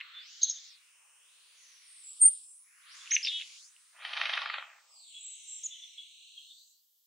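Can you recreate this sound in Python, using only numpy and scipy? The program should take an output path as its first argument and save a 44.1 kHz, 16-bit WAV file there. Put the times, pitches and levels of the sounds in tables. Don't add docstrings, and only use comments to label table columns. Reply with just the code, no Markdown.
import sys
import numpy as np
from scipy import signal
from scipy.fft import rfft, irfft, next_fast_len
from scipy.io import wavfile
from scipy.ndimage import uniform_filter1d, map_coordinates

SR = 44100
rng = np.random.default_rng(int(sys.argv[2]) if len(sys.argv) > 2 else 0)


def inscribe(sig):
    pcm = np.round(np.clip(np.atleast_2d(sig).T, -1, 1) * 32767)
    wavfile.write(sys.argv[1], SR, pcm.astype(np.int16))


N = 311346
TIME = np.arange(N) / SR

# (spectral level/dB per Hz, [(t/s, lower edge f/Hz, upper edge f/Hz), ..])
HISS_BANDS = [ (-89, [(-.1, 970, 4470), (.19, 1106, 4400), (.32, 2800, 7150), (.66, 3150, 7250),
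              (.78, 3280, 4200)]), (-91.5, [(1.58, 5500, 7150), (1.9, 5480, 5650), (2.5, 5300, 5420)]),
              (-88.5, [(1.85, 8600, 9670), (2.08, 7200, 9785), (2.53, 7220, 9995), (2.66, 9600, 10000)]),
              (-90, [(2.85, 1130, 2900), (2.97, 973, 7820), (3.08, 950, 7400), (3.17, 1530, 7500),
              (3.56, 2110, 7410), (3.7, 5700, 7330)]), (-89, [(4.9, 7670, 8160), (5.4, 5730, 9060),
              (5.63, 5450, 9070), (5.75, 5630, 7120), (5.98, 5570, 5840)]), (-89, [(4.9, 5050, 5420),
              (5.15, 2490, 4300), (5.6, 2654, 4100), (6.45, 2685, 4360), (6.65, 3980, 4760)]),
              (-99, [(.15, 997, 3000), (1.15, 2414, 3100), (1.45, 2350, 4840), (1.7, 1640, 5180),
              (2.05, 1880, 5270), (2.15, 2714, 5416), (2.44, 3063, 5400)]), (-98.5, [(2.65, 1870, 2430),
              (2.8, 1040, 3044), (2.95, 998, 6800)]), (-99, [(.65, 9480, 9640), (1.1, 8000, 9960),
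              (1.45, 8420, 10230), (1.7, 9320, 10400), (2.35, 9180, 11190), (2.85, 9120, 11100),
              (2.97, 7480, 10890), (3.75, 7520, 10250), (4.1, 8500, 10060), (4.44, 8400, 9860)]),
              (-100.5, [(5.65, 5840, 9100), (6.5, 5620, 8760), (6.75, 5930, 8070)]),
              (-99, [(5.1, 2173, 3010), (5.8, 1903, 2880), (6.4, 2470, 3130), (6.8, 4066, 4840)]),
              (-111, [(6.35, 13930, 15800), (6.65, 10960, 15800), (7.2, 10520, 15800)])]
# (t/s, spectral level/dB per Hz, lower edge f/Hz)
HISS_BED = [(0, -106, 1018), (2.05, -105, 1002), (4.8, -105, 1000), (4.97, -105, 2273), (5.8, -106, 1780),
            (6.6, -105.5, 2670), (6.9, -115, 2850)]
# (centre t/s, length/s, centre f/Hz, width/Hz, level/dB)
HOLLOWS = [(0.037, 0.36, 7450, 4250, -5), (1.106, 0.4, 4200, 1900, -10), (2.38, 0.61, 1731, 1314, -13.5),
           (2.63, .38, 3670, 2900, -9), (4.205, .7, 7970, 1191, -10), (6.2, .4, 5200, 701, -9.5)]
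# (f/Hz, relative level/dB)
FLOOR_SPECTRUM = [(30, -19), (330, -20.5), (430, -11.5), (800, -16.5), (2000, -15.5), (9000, -11.5),
                  (11000, -7), (15500, 1.5)]
# (f/Hz, relative level/dB)
DULL_SPECTRUM = [(330, -44), (420, -8.5), (530, -0.5), (620, -9), (800, -8.5), (1100, 2.5), (1500, -40)]
# (t/s, level/dB)
DULL_LEVEL = [(.7, -98), (1.1, -86), (1.75, -84.5), (1.95, -99), (2.65, -102.5), (2.85, -93), (3.5, -84),
              (3.7, -100), (4.9, -87.5), (5.2, -108)]
# (t/s, relative level/dB, f/Hz)
SLAPS = [(0.0101, -24.5, 2250), (3.068, -39.5, 3000), (3.075, -35.5, 2500), (3.115, -24.5, 1890),
         (3.119, -20, 1900), (3.138, -30.5, 2380), (3.1648, -11, 2280), (3.217, -38, 2390),
         (3.249, -21.5, 3380), (3.271, -18, 2830), (3.318, -31.5, 2850), (3.413, -24.5, 3580),
         (3.42, -26.5, 3050), (3.763, -47, 2620)]
# (f/Hz, relative level/dB)
WATER_SPECTRUM = [(600, -52), (1100, -41), (1700, -4), (2800, 7), (3700, 2), (4600, -15.5), (7000, -30.5),
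                  (10000, -58.5)]
# (f/Hz, time to fall by 60 dB/s)
GARDEN_DECAY = [(500, 0.15), (9000, 0.3)]
# (t/s, length/s, f/Hz, relative level/dB)
FAR_NOTES = [(0.131, 0.1, 3513, -49), (3.003, 0.029, 3490, -56), (5.139, 0.057, 3353, -49.5),
             (5.698, 0.056, 3445, -47), (5.75, 0.06, 3390, -53), (5.813, 0.047, 3470, -49),
             (5.725, 0.061, 3046, -53.5), (5.975, 0.037, 3347, -44.5), (6.016, 0.026, 3380, -51),
             (6.364, 0.034, 3230, -49), (6.493, 0.044, 3605, -54.5)]
# (t/s, length/s, f/Hz, relative level/dB, trill rate/Hz, trill depth/Hz)
TRILLS = [(2.03, 0.11, 7710, -48.5, 65.1, 155), (3.261, 0.044, 3595, -33.5, 360, 260),
          (3.292, 0.12, 3308, -37, 361, 382), (5.188, 0.19, 7730, -47, 60.7, 126),
          (5.459, 0.14, 7540, -45.5, 56.5, 108)]
# (t/s, length/s, f/Hz, relative level/dB)
LOW_PATCHES = [(.92, 0.29, 1013, -79), (2.12, .18, 1204, -82)]
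# (t/s, length/s, f/Hz, relative level/dB)
PURE_PEAKS = [(0.4307, 0.0083, 6410, -17.5), (0.441, 0.0073, 6380, -25.5), (0.497, 0.0051, 6530, -24)]
# (t/s, length/s, f/Hz, relative level/dB, jitter/Hz)
RASPS = [(0.41, 0.055, 3950, -38.5, 280), (.415, 0.031, 4950, -42.5, 260), (.414, 0.049, 6370, -35, 190),
         (0.46, 0.058, 3850, -41.5, 320), (0.477, 0.046, 6450, -35.5, 200), (.49, 0.037, 5550, -41, 400),
         (0.54, 0.061, 3600, -52, 220), (.515, .08, 6400, -47, 270), (3.243, .05, 4850, -39, 430)]
# (t/s, f/Hz, level/dB)
THIN_CALL = [(2.19, 9260, -54.5), (2.203, 8930, -39), (2.212, 8750, -30.5), (2.217, 8630, -17),
             (2.243, 8580, -16), (2.249, 8620, -21.5), (2.255, 8870, -13.5), (2.265, 8720, -13),
             (2.271, 8930, -19.5), (2.286, 9040, -19), (2.294, 8970, -40)]
# (share of length, f over top f, relative level/dB)
CHIP_ARCH = [(0, .77, -34), (.11, .87, -6), (.24, .96, -3), (.42, 1, -4), (.68, .975, 0), (.87, .905, 2),
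             (.93, .85, -10), (1, .76, -30)]
# (t/s, length/s, top f/Hz, relative level/dB)
CHIPS = [(3.104, 0.059, 6540, -24.5), (3.225, 0.037, 5450, -33), (5.631, .042, 7050, -34.5)]
# (t/s, relative level/dB, f/Hz)
WINGBEATS = [(4.05, -26, 2685), (4.061, -34.5, 2690), (4.092, -39.5, 2520), (4.134, -24.5, 2700),
             (4.168, -26, 1700), (4.173, -22.5, 2200), (4.214, -17, 2520), (4.237, -29, 2320),
             (4.256, -21.5, 2890), (4.295, -22, 1920), (4.3371, -19.5, 2690), (4.376, -18, 1894),
             (4.419, -26, 1460), (4.459, -23, 1487), (4.4994, -22.5, 1795), (4.541, -23, 1510),
             (4.583, -27.5, 1150), (4.625, -32, 1100)]
# (t/s, relative level/dB, upper edge f/Hz of rush and claps)
FEATHER_RUSH = [(3.93, -66, 2100), (4.02, -50, 3940), (4.06, -47, 6220), (4.21, -38.5, 6500),
                (4.33, -39.5, 6790), (4.54, -43, 4580), (4.68, -54.5, 3000), (4.77, -60.5, 2590),
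                (4.83, -65, 1414), (5, -68, 1137), (5.2, -93, 1100)]
# (f/Hz, relative level/dB)
FEATHER_SPECTRUM = [(330, -70), (430, -26), (540, -11.5), (780, -0.5), (1300, 2), (1900, 3), (3200, 3),
                    (4400, -2.5), (5200, -11.5), (6300, -16.5), (7200, -35), (10000, -68)]

EDGE_HZ, FADE_S = 83, 0.04
BED_TOP_HZ = 8620
SPRAY_DB, SPRAY_RISE_S, SPRAY_FALL_S = -22, 0.015, 0.0097
STROKE_DB, STROKE_S = 3.5, 0.0043
HARSH_ECHO_DB = -12
LOW_CUT_HZ, TOP_HZ = 490, 15780


def amp(db):
    return 10 ** (np.asarray(db) / 20)


def unit(x):
    return x / np.sqrt(np.mean(x ** 2) + 1e-20)


def along(points, hz):
    f, value = np.transpose(points)
    return np.interp(np.log(hz + 1), np.log(f), value)


def colour(points):
    return lambda hz: amp(along(points, hz))


def curves(rows, at=TIME):
    x, *columns = np.transpose(rows)
    return [np.interp(at, x, column) for column in columns]


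def during(rows):
    gate = (TIME >= rows[0][0]) & (TIME <= rows[-1][0])
    return uniform_filter1d(1. * gate, size=128)


def wobble(rate, size=N):
    knots = rng.standard_normal(int(size * rate / SR) + 4)
    return map_coordinates(knots, [np.arange(size) * rate / SR])


def filtered(x, response):
    n = x.shape[-1]
    padded = next_fast_len(n + SR // 8)
    spectrum = rfft(x, padded) * response(np.fft.rfftfreq(padded, 1 / SR))
    return irfft(spectrum, padded)[..., :n]


def shaped(x, gain):
    hz, t, z = signal.stft(x, SR, nperseg=512)
    return signal.istft(z * gain(hz[:, None], t), nperseg=512)[1][:, :N]


def band(low_hz, high_hz, order):
    return lambda hz: 1 / np.sqrt((1 + (low_hz / (hz + 1)) ** order) * (1 + (hz / high_hz) ** order))


def window(v, low, high, soft):
    return (1 + np.tanh((v - low) / soft)) * (1 + np.tanh((high - v) / soft)) / 4


def stereo(mid, side, side_db):
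    return np.array([mid + amp(side_db) * side, mid - amp(side_db) * side])


def rush(response, side_db):
    mid, side = filtered(rng.standard_normal((2, N)), response)
    return unit(stereo(mid, side, side_db))


def tone(hz):
    return np.sqrt(2) * np.sin(2 * np.pi * np.cumsum(hz) / SR)


def add(track, s, x):
    i = round(s * SR)
    x = x[max(-i, 0):N - i]
    track[max(i, 0):][:len(x)] += x


def note(length, hz, jitter_hz, rate=0, depth=0, bend=0.006, fullness=0.89):
    u = np.linspace(0, 1, int(length * SR))
    swell = (4 * u * (1 - u)) ** fullness
    arch = 1 + bend * (swell - swell.mean())
    swing = depth * np.sin(2 * np.pi * rate * length * u)
    return swell * tone(hz * arch + swing + jitter_hz * wobble(1100, len(u)))


def grain(length, depth_db, rate):
    return unit(amp(depth_db * wobble(rate, int(length * SR))))


def blows(rows, spectrum, rise, crack, puff, puff_db, focus_db):
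    out = np.zeros(N)
    t = np.arange(SR // 16) / SR - 0.02
    soft = np.exp(-np.where(t < 0, -t / rise, t / puff))
    shape = np.exp(-abs(t) / crack) + amp(puff_db) * soft
    for s, db, pitch in rows:
        def response(hz):
            focus = focus_db * np.exp(-(np.log((hz + 1) / pitch) / 0.53) ** 2)
            return amp(along(spectrum, hz) + focus)
        burst = filtered(shape * rng.standard_normal(len(t)), response)
        add(out, s + t[0] + 0.0015, amp(db) / 2 * shape.std() * unit(burst))
    return out


def hollows(hz, t):
    db = 0
    for s, length, centre, width, depth_db in HOLLOWS:
        distance = np.hypot(2 * (t - s) / length, 2 * (hz - centre) / width)
        db = db + depth_db / (1 + distance ** 10)
    return amp(db)


def gliding_hiss():
    def gain(hz, t):
        bed_db, bed_hz = curves(HISS_BED, t)
        bed = amp(bed_db) * hollows(hz, t) * window(hz, bed_hz, BED_TOP_HZ, 200)
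        power = bed ** 2
        for db, edges in HISS_BANDS:
            low_hz, high_hz = curves(edges, t)
            lasting = window(t, edges[0][0], edges[-1][0], FADE_S)
            power = power + (amp(db) * window(hz, low_hz, high_hz, EDGE_HZ) * lasting) ** 2
        return np.sqrt(power * SR / 2)
    return shaped(rush(np.ones_like, side_db=-3.0), gain)


def faint_hiss():
    floor = amp(-74.5) * rush(colour(FLOOR_SPECTRUM), side_db=-1.0)
    dull = amp(curves(DULL_LEVEL)[0]) * rush(colour(DULL_SPECTRUM), side_db=-11)
    return floor + dull


def bathing():
    slaps = blows(SLAPS, WATER_SPECTRUM, rise=0.0039, crack=0.00082, puff=0.0068,
                  puff_db=-17.5, focus_db=27.0)
    grainy = rng.standard_normal(N) * amp(9.0 * wobble(700))
    drops = unit(filtered(grainy, colour(WATER_SPECTRUM)))
    spray = np.zeros(N)
    for s, db, _ in SLAPS:
        decay = np.maximum((s - TIME) / SPRAY_RISE_S, (TIME - s) / SPRAY_FALL_S)
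        spray += amp(db + SPRAY_DB) * np.exp(-decay)
    return slaps + spray * drops


def garden(x, side_db):
    hz, t, z = signal.stft(rng.standard_normal((2, SR // 2)), SR, nperseg=256)
    decay = amp(-60 * t / along(GARDEN_DECAY, hz)[:, None])
    mid, side = signal.istft(z * decay, SR, nperseg=256)[1]
    tail = stereo(mid, side, side_db)
    delayed = np.pad(x, (SR // 300, 0))
    return signal.oaconvolve(delayed[None], tail / np.linalg.norm(tail[0]), axes=1)[:, :N]


def calls_and_patches():
    notes, out = np.zeros(N), np.zeros(N)
    for s, length, hz, db in FAR_NOTES:
        rough = grain(length, 2.3, 250)
        clear = note(length, hz, jitter_hz=80)
        hoarse = note(length, hz, jitter_hz=330)
        add(notes, s, amp(db) * rough * (clear + amp(-9.5) * hoarse))
    for s, length, hz, db, rate, depth in TRILLS:
        add(out, s, amp(db) * note(length, hz, 64, rate, depth) * grain(length, 1.7, 220))
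    for s, length, hz, db in LOW_PATCHES:
        add(out, s, amp(db) * note(length, hz, jitter_hz=190))
    return out + filtered(notes, band(2500, 5400, order=30))


def harsh_chips():
    out = np.zeros(N)
    for s, length, hz, db in PURE_PEAKS:
        add(out, s, amp(db) * note(length, hz, jitter_hz=45))
    for s, length, hz, db, jitter_hz in RASPS:
        add(out, s, amp(db) * note(length, hz, jitter_hz) * grain(length, 2.0, 380))
    return filtered(out, band(2600, 7300, order=30))


def near_calls(second_hz=9880, coupling=0.2, second_db=-20.0):
    hz, db = curves(THIN_CALL)
    upper_hz = second_hz + coupling * (hz - hz.min()) + 70 * wobble(400)
    voices = tone(hz + 12 * wobble(300)) + amp(second_db) * tone(upper_hz)
    out = voices * amp(db) * during(THIN_CALL)
    for s, length, top_hz, db in CHIPS:
        ratio, shape_db = curves(CHIP_ARCH, np.linspace(0, 1, int(length * SR)))
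        n = len(ratio)
        whistle = amp(0.29 * wobble(300, n)) * tone(top_hz * ratio + 45 * wobble(710, n))
        rasp = tone(top_hz * ratio + 380 * wobble(1100, n))
        add(out, s, amp(db + shape_db) * (whistle + amp(-14) * rasp))
    return out


def flight(clap_db=0.5, bounce_s=0.001595, bounce_share=0.24):
    claps = amp(clap_db) * blows(WINGBEATS, FEATHER_SPECTRUM, rise=0.003, crack=0.0012, puff=0.0056,
                                 puff_db=-9.5, focus_db=12.5)
    rush_db, edge_hz = curves(FEATHER_RUSH)
    strokes = [np.exp(-((TIME - s) / STROKE_S) ** 2) for s, _, _ in WINGBEATS]
    stroke_db = STROKE_DB * np.max(strokes, axis=0)
    grainy = amp(2.6 * wobble(900)) * rush(np.ones_like, side_db=-12.0)
    air = unit(filtered(grainy, colour(FEATHER_SPECTRUM)))
    feathers = air * amp(rush_db + stroke_db + wobble(120)) * during(FEATHER_RUSH)

    def below_edge(hz, t):
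        return band(1, np.interp(t, TIME, edge_hz), order=30)(hz)
    wings = shaped(claps + feathers, below_edge)
    return filtered(wings, lambda hz: 1 + bounce_share * np.exp(-2j * np.pi * hz * bounce_s))


def scene():
    hiss = gliding_hiss() + faint_hiss()
    water, far, harsh, near, wings = bathing(), calls_and_patches(), harsh_chips(), near_calls(), flight()
    near_echo = garden(amp(-13) * near + amp(HARSH_ECHO_DB) * harsh, side_db=-13.0)
    wide_send = amp(-4) * far + amp(-9.5) * water + amp(-6.5) * wings.mean(axis=0)
    wide_echo = garden(wide_send, side_db=-6.5)
    sources = near + harsh + far + water + wings + near_echo + wide_echo
    return filtered(sources, band(LOW_CUT_HZ, 14000, order=32)) + hiss


def record(dry):
    return filtered(dry, lambda hz: hz < TOP_HZ)


dry = scene()
out = record(dry)
inscribe(out)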